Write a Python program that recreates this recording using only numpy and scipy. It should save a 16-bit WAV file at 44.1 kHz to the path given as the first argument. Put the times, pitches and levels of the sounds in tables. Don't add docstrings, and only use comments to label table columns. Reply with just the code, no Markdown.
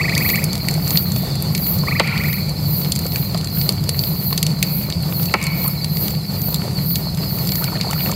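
import sys
import numpy as np
from scipy import signal
from scipy.fft import rfft, irfft, next_fast_len
from scipy.io import wavfile
from scipy.ndimage import uniform_filter1d, map_coordinates

SR = 44100
rng = np.random.default_rng(int(sys.argv[2]) if len(sys.argv) > 2 else 0)


def digitize_waveform(pressure):
    field = np.atleast_2d(pressure).T
    bounded = np.clip(field, -1, 1)
    quanta = np.round(bounded * 32767).astype(np.int16)
    wavfile.write(sys.argv[1], SR, quanta)


def nominal_scale(level):
    x = np.asarray(level, float) / 20
    return 10 ** x


N = 359415


def unit(x):
    return x / np.sqrt(np.mean(x ** 2) + 1e-20)


def along(points, hz):
    f, v = np.transpose(points)
    return np.interp(np.log(hz + 1), np.log(f + 1), v)


def curves(rows):
    s, *cols = np.transpose(rows)
    return [np.interp(np.arange(N) / SR, s, c) for c in cols]


def wobble(rate):
    knots = rng.standard_normal(int(N * rate / SR) + 4)
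    return map_coordinates(knots, [np.arange(N) * rate / SR])


def signs():
    return np.sign(rng.standard_normal(N))


def coloured(x, db_of):
    m = 2 * next_fast_len(N // 2 + 8192)
    cepstrum = irfft(np.log(nominal_scale(db_of(np.fft.rfftfreq(m, 1 / SR))) + 1e-6), m)
    cepstrum[1:m // 2] *= 2
    cepstrum[m // 2 + 1:] = 0
    return irfft(rfft(x, m) * np.exp(rfft(cepstrum)), m)[:N]


def humps(modes, hz):
    return sum(db * np.exp(-((hz - centre) / width) ** 2) for centre, width, db in modes)


def band(x, lo_hz, hi_hz):
    return signal.sosfilt(signal.butter(3, [lo_hz, hi_hz], "bandpass", fs=SR, output="sos"), x)


def laid(times, grains):
    at = np.round(np.asarray(times) * SR).astype(int)[:, None] + np.arange(grains.shape[1])
    return np.bincount(np.clip(at, -1, N).ravel() + 1, grains.ravel(), N + 2)[1:N + 1]


def bursts(times, db, t60, rise):
    t = np.arange(min(SR // 16, int(SR * np.max(t60)))) / SR
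    fall = nominal_scale(np.reshape(db, (-1, 1)) - 60 * t / np.reshape(t60, (-1, 1)))
    return laid(times, fall * (1 - np.exp(-t / rise)))


def chirps(times, db, glide_hz, length, soft):
    u = np.linspace(0, 1, int(length * SR))
    stretch = 1 + 0.0081 * rng.standard_normal((len(times), 1))
    phase = 2 * np.pi * np.cumsum(np.interp(u, np.linspace(0, 1, len(glide_hz)), glide_hz)) / SR
    fade = signal.windows.tukey(len(u), soft)
    return laid(times, nominal_scale(np.reshape(db, (-1, 1))) * fade * np.sin(stretch * phase))


def runs(rows, per_s):
    s = np.concatenate([np.linspace(a, b, round((b - a) * per_s) + 1) for a, b in rows])
    return s + rng.normal(0, .003, len(s))


def trees(x):
    # pitch in Hz, time to fall by 60 dB in seconds.
    echo_t60 = [(300, 0.98), (2200, 1), (5000, 0.39), (12000, 0.085)]
    hz, t, z = signal.stft(rng.standard_normal(SR), SR, nperseg=256)
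    swell = (1 - np.exp(-t / 0.032)) ** 2
    fall = nominal_scale(-60 * t / along(echo_t60, hz)[:, None])
    tail = signal.istft(z * swell * fall, SR, nperseg=256)[1]
    return signal.fftconvolve(x, tail / np.linalg.norm(tail))[:N]


def crickets():
    # first chirp in seconds, last chirp in seconds.
    low_runs = [(.087, 0.6), (.935, 1.62), (1.94, 3.6), (3.095, 4.05), (4.249, 5.9), (5.15, 6.615),
                (6.76, 7.2), (7.34, 8)]
    # first chirp in seconds, last chirp in seconds.
    high_runs = [(.013, 1.785), (2.012, 3.745), (3.97, 3.97), (4.17, 5.133), (5.245, 5.445), (5.644, 7.375),
                 (7.52, 8.0)]
    # time in seconds, level of the far chorus in dB.
    chorus = [
        (0.0, -34),
        (0.54, -35.5),
        (6.65, -38),
        (8.15, -33.5),
    ]
    sag_hz = np.array([0, -20, -80, -190, -350])
    low_s = runs(low_runs, per_s=6.85) + .007
    high_s = runs(high_runs, per_s=6.25)
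    low = chirps(low_s, rng.normal(-39, 1.2, len(low_s)), 4260 + sag_hz, length=0.043, soft=0.5)
    high = chirps(high_s, rng.normal(-42, 1.5, len(high_s)), 4580 + sag_hz, length=0.047, soft=0.6)
    visitor = chirps([7.01, 7.17], [-44, -39], [4950, 4930, 4900], length=0.12, soft=0.2)
    crowd = 0
    for hz, db in [(4250, 3.0), (4380, 2.5), (4480, 0.5), (4600, -1.5), (4720, -1.5),
                   (4850, -3.5), (5000, -3), (5150, -2), (5300, -2.5)]:
        when, size = rng.random((150, 2)).T
        crowd = crowd + chirps(when * N / SR, db + 5 * size, hz + sag_hz, length=0.03885, soft=0.36)
    low_flutter = nominal_scale(2.5 * wobble(110) - 1)
    high_flutter = nominal_scale(2.5 * wobble(110) - 1)
    far = nominal_scale(curves(chorus)[0] - 6.0) * unit(crowd)
    return low_flutter * (low + visitor) + high_flutter * high + far


def katydid():
    # peak of the swell in seconds, rise in seconds, level in dB.
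    swells = [(.288, .066, -17.5), (.666, 0.094, -34), (.969, 0.082, -18), (1.182, 0.049, -29),
              (1.69, 0.084, -18.5), (1.953, 0.081, -34), (2.325, 0.092, -24), (2.761, 0.079, -21),
              (2.897, 0.022, -40), (3.2, 0.12, -24), (3.6, 0.051, -21), (4.065, 0.096, -23),
              (4.274, 0.061, -21.5), (4.763, 0.085, -22), (5.201, .068, -21), (5.65, 0.082, -21.5),
              (6.025, 0.078, -21), (6.466, 0.089, -22.5), (6.914, 0.068, -21), (7.361, .12, -28),
              (7.592, 0.11, -21.5), (8.03, 0.063, -22.5)]
    # pitch in Hz, wander in Hz, level in dB.
    wing_rings = [(13950, 220, -12.5), (11400, 200, -24)]
    fall_s = 0.066
    t = np.arange(0, N + SR, 64) / SR

    def swell(sharp):
        slow = 0
        for s, rise, db in swells:
            distance = np.abs(t - s) / np.where(t < s, rise, fall_s)
            slow = slow + nominal_scale(db - 6.67 * distance ** sharp)
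        return np.interp(np.arange(N) / SR, t, slow)

    when, force = rng.random((2400, 2)).T
    strokes = 1.2 + bursts(when * N / SR, 6 * force - 5, .006, rise=0.00069)
    lagging = np.roll(strokes, 300)
    upper = unit(strokes * band(rng.standard_normal(N), 11830, 15400))
    lower = unit(lagging * band(rng.standard_normal(N), 10970, 11460))
    rings = 0
    for hz, wander_hz, db in wing_rings:
        phase = 2 * np.pi * np.cumsum(hz + wander_hz * wobble(5.5)) / SR
        rings = rings + nominal_scale(db) * wobble(260) * np.sin(phase)
    upper_level = nominal_scale(-5.0) * swell(sharp=1.34) + nominal_scale(-77)
    lower_level = nominal_scale(-19) * swell(sharp=0.85) + nominal_scale(-63.0)
    return swell(sharp=2.1) * rings + upper_level * upper + lower_level * lower


def frog():
    # start in seconds, level in dB.
    trills = [
        (-.085, -15),
        (1.8666, -17),
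    ]
    # settled level in dB, extra dB at the start, notes it takes to settle.
    throat = (-17, 10.4, 1.6)
    # time in seconds, level in dB.
    lead = (1.7, -39)
    gap_s, gap_grows_s = .03976, .000156
    k = np.arange(13)
    start, level_db = np.transpose(trills)[:, :, None]
    s = (start + gap_s * k + gap_grows_s * k ** 2).ravel()
    db = level_db - 0.34 * k - 2.5 * (k == 0) - 8 * (k == k[-1])
    db = (db + rng.normal(0, 1.0, db.shape)).ravel()
    low_db = db + np.tile(throat[0] + throat[1] * np.exp(-k / throat[2]), len(trills))
    heard = s > -gap_s / 2
    s, db, low_db = s[heard], db[heard], low_db[heard]
    sac = chirps(s, db - 3, [1600, 1880, 2060, 2230, 2500, 2680], length=.029, soft=.45)
    s, low_db = np.append(s, lead[0]), np.append(low_db, lead[1])
    call = sac + chirps(s + .009, low_db + 2, [1030, 1115, 1250, 1340], length=.02, soft=.9)
    ground, shed, fence = (np.pad(call, (int(delay_s * SR), 0))[:N] for delay_s in (.003, .011, .028))
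    return nominal_scale(1.1 * wobble(150)) * call + .15 * ground + .2 * shed + .2 * band(fence, 2150, 2900)


def flames():
    # time in seconds, level of the rush in dB.
    flare = [
        (0.0, -31.5),
        (1.66, -35),
        (2.09, -32),
        (2.41, -36),
        (3.4, -35),
        (6.94, -36),
        (8.15, -33.5),
    ]
    # pitch in Hz, strength of the roar there in dB.
    roar_colour = [(15, -3), (25, -89), (50, -18), (92, -8.5), (119, -9.5), (151, 0), (188, -7.5),
                   (211, -10.5), (236, -21.5), (300, -28.5), (390, -41), (660, -120)]
    # pitch in Hz, strength of the rush there in dB.
    rush_colour = [(150, -37.5), (270, 5.5), (700, -0.5), (1300, -10), (2500, -13.5), (5000, -15),
                   (9000, -17), (16000, -18.5)]
    roar_db = -19 - 0.22 * np.arange(N) / SR
    rush_db = curves(flare)[0] + 1.5
    roar = unit(coloured(rng.standard_normal(N), lambda hz: along(roar_colour, hz)))
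    hiss = coloured(rng.standard_normal(N), lambda hz: along(rush_colour, hz))
    rush = unit(nominal_scale(1.83 * wobble(18)) * hiss)
    when, size, length = rng.random((600, 3)).T
    embers = bursts(when * N / SR, -47 + 11 * size ** 2, 0.0072 + 0.028 * length, rise=0.0001)
    crackle = embers * unit(band(rng.standard_normal(N), 2400, 10500))
    return nominal_scale(roar_db) * roar + nominal_scale(rush_db) * rush + crackle


def rustle():
    # time in seconds, level in dB.
    settling = [
        (0, -62.5),
        (.7, -35),
        (1.2, -44.5),
        (5.6, -46),
        (5.67, -36),
        (5.75, -44.5),
        (7.5, -44),
        (7.65, -37.5),
        (8.15, -35.5),
    ]
    when, pitch, size = rng.random((3, 2500, 1))
    hz = 600 * 5.5 ** pitch
    t = np.arange(SR // 60) / SR
    grains = nominal_scale(21.0 * size ** 2 - 60 * t * hz / 12) * np.sin(2 * np.pi * hz * t)
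    return nominal_scale(curves(settling)[0]) * unit(laid(when[:, 0] * N / SR, grains))


def coals():
    # time in seconds, pitch in Hz, level in dB.
    bits = [(5.285, 2640, -27), (5.658, 1060, -29), (5.679, 1290, -31), (7.58, 1810, -35),
            (7.621, 1250, -30), (7.635, 1460, -26.5), (7.654, 2250, -33), (7.677, 2340, -25),
            (7.685, 1400, -30.5), (7.744, 1380, -35), (7.754, 1800, -27), (7.766, 2500, -34),
            (7.801, 2300, -31), (7.889, 930, -30), (7.9, 1140, -31), (7.91, 1340, -29), (7.912, 2950, -26),
            (7.957, 1350, -33), (7.993, 2900, -26), (8.005, 2500, -24), (8.06, 2700, -23),
            (8.103, 560, -35)]
    # time in seconds, level of the whistle in dB.
    whistle_level = [
        (1.0, -64),
        (1.15, -47),
        (1.3, -43),
        (1.46, -45),
        (1.5, -70),
    ]
    s, hz, db = np.transpose(bits)[:, :, None]
    t = np.arange(SR // 20) / SR
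    grit = 0.65 * uniform_filter1d(rng.standard_normal((len(s), len(t))), size=6, axis=1)
    bend = 1 + rng.normal(0, 1.4, s.shape) * t
    tone = np.sin(2 * np.pi * hz * t * bend)
    fade = nominal_scale(db + 9.5 - 60 * t * hz / 38) * (1 - np.exp(-t / 0.001))
    clinks = laid(s[:, 0], fade * (tone + grit))
    t = np.arange(N) / SR
    whistle = np.sin(2 * np.pi * 3490 * t + 1.2 * wobble(60))
    whistle = whistle + .8 * np.sin(2 * np.pi * 3740 * t + 1.2 * wobble(60))
    return clinks + nominal_scale(curves(whistle_level)[0]) * (t > 1) * (t < 1.5) * whistle


def cracks():
    # time in seconds, level in dB.
    twigs = [(0.8717, -18.5), (0.9293, -21), (0.9566, -16), (2.818, -32), (2.8589, -23), (3.0667, -29),
             (3.2261, -26), (3.5723, -23.5), (3.7793, -22), (3.9444, -23), (4.0372, -34), (4.0734, -30),
             (4.2253, -28), (4.3088, -22), (4.813, -24.5), (5.033, -25), (5.1243, -18), (5.1972, -23),
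             (5.296, -23), (5.313, -25), (5.7339, -29), (6.0833, -26), (6.618, -19.5), (6.6486, -30),
             (6.6827, -33), (6.771, -35), (6.787, -24), (6.9074, -28), (7.1846, -26), (7.2347, -22),
             (7.9298, -17), (8.0066, -20)]
    # time in seconds, level in dB.
    bright_tops = [(0.4409, -6), (1.423, -6.5), (2.9197, -5), (2.9901, -11), (3.3762, -21), (3.8911, -15),
                   (4.4293, -14), (4.629, -10), (5.025, -14), (5.678, -1), (6.543, -5.5), (6.955, -17),
                   (7.9089, -15)]

    def clicks(rows, extra_db, lo_hz, hi_hz):
        s, db = np.transpose(rows)
        return band(bursts(s, db + extra_db, .012, rise=0.00023) * signs(), lo_hz, hi_hz)

    return clicks(twigs, 8.2, 950, 3340) + clicks(bright_tops, -1, 9200, 14600)


def knocks():
    # time in seconds, level in dB, pitch in Hz.
    shifts = [(.12, -33, 938), (1.161, -27, 603), (1.232, -26.5, 626), (1.27, -32, 410),
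              (1.444, -33.5, 418), (1.598, -33, 580), (1.835, -24.5, 1040), (1.883, -28, 1150),
              (2, -16.5, 895), (2.14, -29, 990), (3.055, -24, 505), (3.347, -20.5, 650),
              (3.691, -26.5, 420), (3.889, -26, 503), (4.325, -24, 1070), (4.886, -29, 527),
              (5.096, -31, 504.5), (5.34, -11.5, 1320), (5.645, -25.5, 890), (6.484, -26, 620),
              (6.523, -34, 493), (6.678, -25.5, 504), (7.069, -30.5, 653), (7.611, -28, 884),
              (7.756, -27, 604), (7.845, -29, 920), (7.869, -26, 676), (7.929, -26, 840), (8.005, -25, 650),
              (8.094, -24.5, 1205)]
    s, db, hz = np.transpose(shifts)[:, :, None]
    t60 = np.where(db > -17, 0.064, 0.023)
    t = np.arange(SR // 12) / SR
    fade = nominal_scale(db + 9.5 - 60 * t / np.minimum(t60, .04)) * (1 - np.exp(-t / 0.001))
    tone = laid(s[:, 0], fade * np.sin(2 * np.pi * hz * t))
    noise = unit(band(rng.standard_normal(N), 270, 1230))
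    return tone + bursts(s[:, 0], db + 7.5, t60, rise=0.0023) * noise


def blows():
    # time in seconds, level in dB, time to fall by 60 dB in seconds, echo level in dB.
    splits = [
        (1.996, 0, 0.063, -12.5),
        (5.3387, 2.5, 0.021, -8),
    ]
    s, db, t60, echo_db = np.transpose(splits)
    wood = signs()
    return [band(bursts(s, level_db + 2.0, t60, rise=0.0023) * wood, 710, 3260)
            for level_db in (db, db + echo_db)]


def pops():
    # time in seconds, snap in dB, crack in dB, ring in dB
    wood_pops = [(0.178, -9, -14, -8), (.2898, -20.5, -11, 8), (0.3563, -13, -3, -4),
                 (0.4405, -7.5, -31, -27), (0.685, -11, -4, -3.5), (0.9057, -12.5, -12, -4.5),
                 (0.9725, -11, -8, 7.5), (1.423, -23, -30, -22), (1.5493, -10, -8.5, -1.5),
                 (1.9966, -13.5, 2, 2.5), (2.92, -9, -35, 1.5), (2.96, -14, -16, -1),
                 (2.9902, -16.5, -11, -8), (3.6905, -8.5, -14.5, 1.5), (3.8915, -8, -11, -2.5),
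                 (3.9916, -19, -18, 5.5), (4.377, -7.5, -17, 0.5), (4.4281, -6.5, -14.5, -4),
                 (4.4652, -11, -22, 1), (4.627, -4.5, -7, -3), (4.924, -29.5, -1, 17),
                 (5.3389, -17, 13, 7.5), (5.439, -11.5, -16, -11), (5.467, -13, -5, -12),
                 (5.678, -24, -20, -21), (5.844, -14.5, -15, 2), (6.5433, -17.5, -18, 7.5),
                 (6.956, -12, -12.5, 3), (7.8109, -17.5, -2, 8), (7.91, -15, -20, -23),
                 (0.1507, -15.5, -20, 4), (0.5307, -16.5, -22, -1), (0.5538, -15.5, -25, -2),
                  (0.5786, -21, -20, -5), (0.71, -17, -27, -11), (0.7395, -16, -16, -13),
                  (0.8777, -14.5, -20, -18), (1.1191, -16.5, -20, -7), (1.354, -19, -18, -9),
                  (1.7863, -20, -22, -11), (2.329, -18, -20, 0), (2.4935, -21, -13, -19),
                  (2.9532, -18, -20, -5), (3.0647, -16.5, -22, -9), (3.3752, -20.5, -11, 1.5),
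                  (3.4447, -18, -20, -1), (3.7227, -21, -20, -7), (3.8387, -22, -20, 0),
                  (5.23, -19, -18, -1), (5.256, -21, -14, 1), (5.4265, -14, -20, -5),
                  (5.6403, -18.5, -20, -6), (6.0808, -18.5, -20, 2), (6.417, -19.5, -20, -3),
                  (6.5594, -22.5, -20, -2), (7.1467, -23, -20, -5), (7.4724, -17, -20, -5),
                  (7.5553, -15, -20, -1.5), (7.6416, -12.5, -20, -1), (8.115, -15, -23, -8),
                 (0.0936, -24, 5, 1.5), (0.3002, -14.5, -4, -0.5), (1.161, -17.5, -8, -2.5),
                   (1.5778, -16, -9, -7), (1.6658, -22.5, -8, -4), (2.0746, -18.5, -1, -2),
                   (2.177, -22, 1, 5.5), (2.2363, -22, 0, -1), (2.8155, -25, -5, 4),
                   (2.8465, -25.5, -10, 6), (3.1198, -27.5, -3, 12), (3.1585, -16.5, -0.5, 0.5),
                   (3.345, -26.5, -5, 12), (3.411, -25, -10, 4), (3.472, -23.5, -4, -1),
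                   (3.613, -20.5, -7, 8), (4.0367, -25, -4, 11), (4.3274, -18.5, -1.5, 3.5),
                   (4.9006, -19.5, -1.5, 2), (5.4143, -23, -10, 0), (5.9696, -20.5, -5.5, 1),
                   (6.106, -23.5, -6, 0), (6.1494, -30, -2, 5), (6.5265, -27, -18, 3),
                   (7.1727, -23, -6, -3), (7.3852, -24.5, -6, -6), (7.451, -27, -9, 3),
                   (7.4906, -20.5, -6, 5), (7.5196, -17.5, -5.5, 3), (7.9317, -16.5, -5, -5)]
    s, snap_db, crack_db, ring_db = np.array(wood_pops).T
    air_db = snap_db - 6.5 + rng.normal(0, 2.4, len(s))
    layers = [(snap_db + 1.5, 5300, 10800, .011),
              (snap_db + crack_db + 11.0, 1700, 2900, .02),
              (snap_db + ring_db + 3.5, 2900, 5300, .014),
              (air_db, 10800, 15700, .006)]
    total = 0
    for db, lo_hz, hi_hz, t60 in layers:
        front = bursts(s, db + 5, .007, rise=.0003)
        tail = bursts(s, db - 11.5, t60 * nominal_scale(0.23 * (db + 57.0)), rise=0.0014)
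        total = total + band((front + tail) * signs(), lo_hz, hi_hz)
    return total


def scene():
    # pitch in Hz, width in Hz, boost in dB.
    hollow = [(2350, 260, 12), (1330, 250, 3)]
    fire = pops() + knocks() + cracks()
    voice, insects = frog(), crickets()
    split, split_far = blows()
    far = coloured(nominal_scale(-26) * fire + split_far + nominal_scale(-30) * voice, lambda hz: humps(hollow, hz))
    echo = trees(far + nominal_scale(-18) * insects)
    return (fire + split + voice + insects + echo + coals() + rustle() + flames() + katydid())[None]


def top_cut(x):
    return signal.sosfilt(signal.butter(12, 16850, fs=SR, output="sos"), x)


def record(dry):
    # pitch in Hz, width
    # in Hz, change in dB.
    port = [(1634, 106, -6.5), (2250, 45, 6), (3900, 300, 2), (4543, 440, 12), (6120, 260, 2),
            (7000, 30, -12), (7080, 27, -14), (7490, 97, 9.5), (8000, 68, -11), (9240, 40, -2),
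            (9500, 150, 2.5), (9550, 70, -29), (9950, 130, 0.5),
            (0, 22, -40), (3110, 90, -5), (5600, 130, -7), (10280, 90, -10), (11150, 70, -6),
                (11700, 400, 6), (12400, 200, -8), (13100, 200, -8), (11590, 50, 3), (11840, 45, 3),
                (12000, 40, 2), (12750, 60, 2), (14320, 40, -4), (14500, 40, -4), (14800, 40, -4),
                (13600, 120, 3), (13870, 60, -6), (14150, 300, 9), (14650, 300, 6), (15350, 80, -4),
                (15550, 120, 2)]
    x = coloured(dry[0], lambda hz: humps(port, hz) - 70 * (hz > 15760))
    excess = np.maximum(0, uniform_filter1d(x ** 2, size=440) - .07)
    release = np.exp(-np.arange(SR // 2) / SR / 0.13)
    duck = nominal_scale(-.14 * signal.fftconvolve(excess, release)[:N])
    return top_cut((x * duck)[None])


dry = scene()
out = record(dry)
digitize_waveform(out)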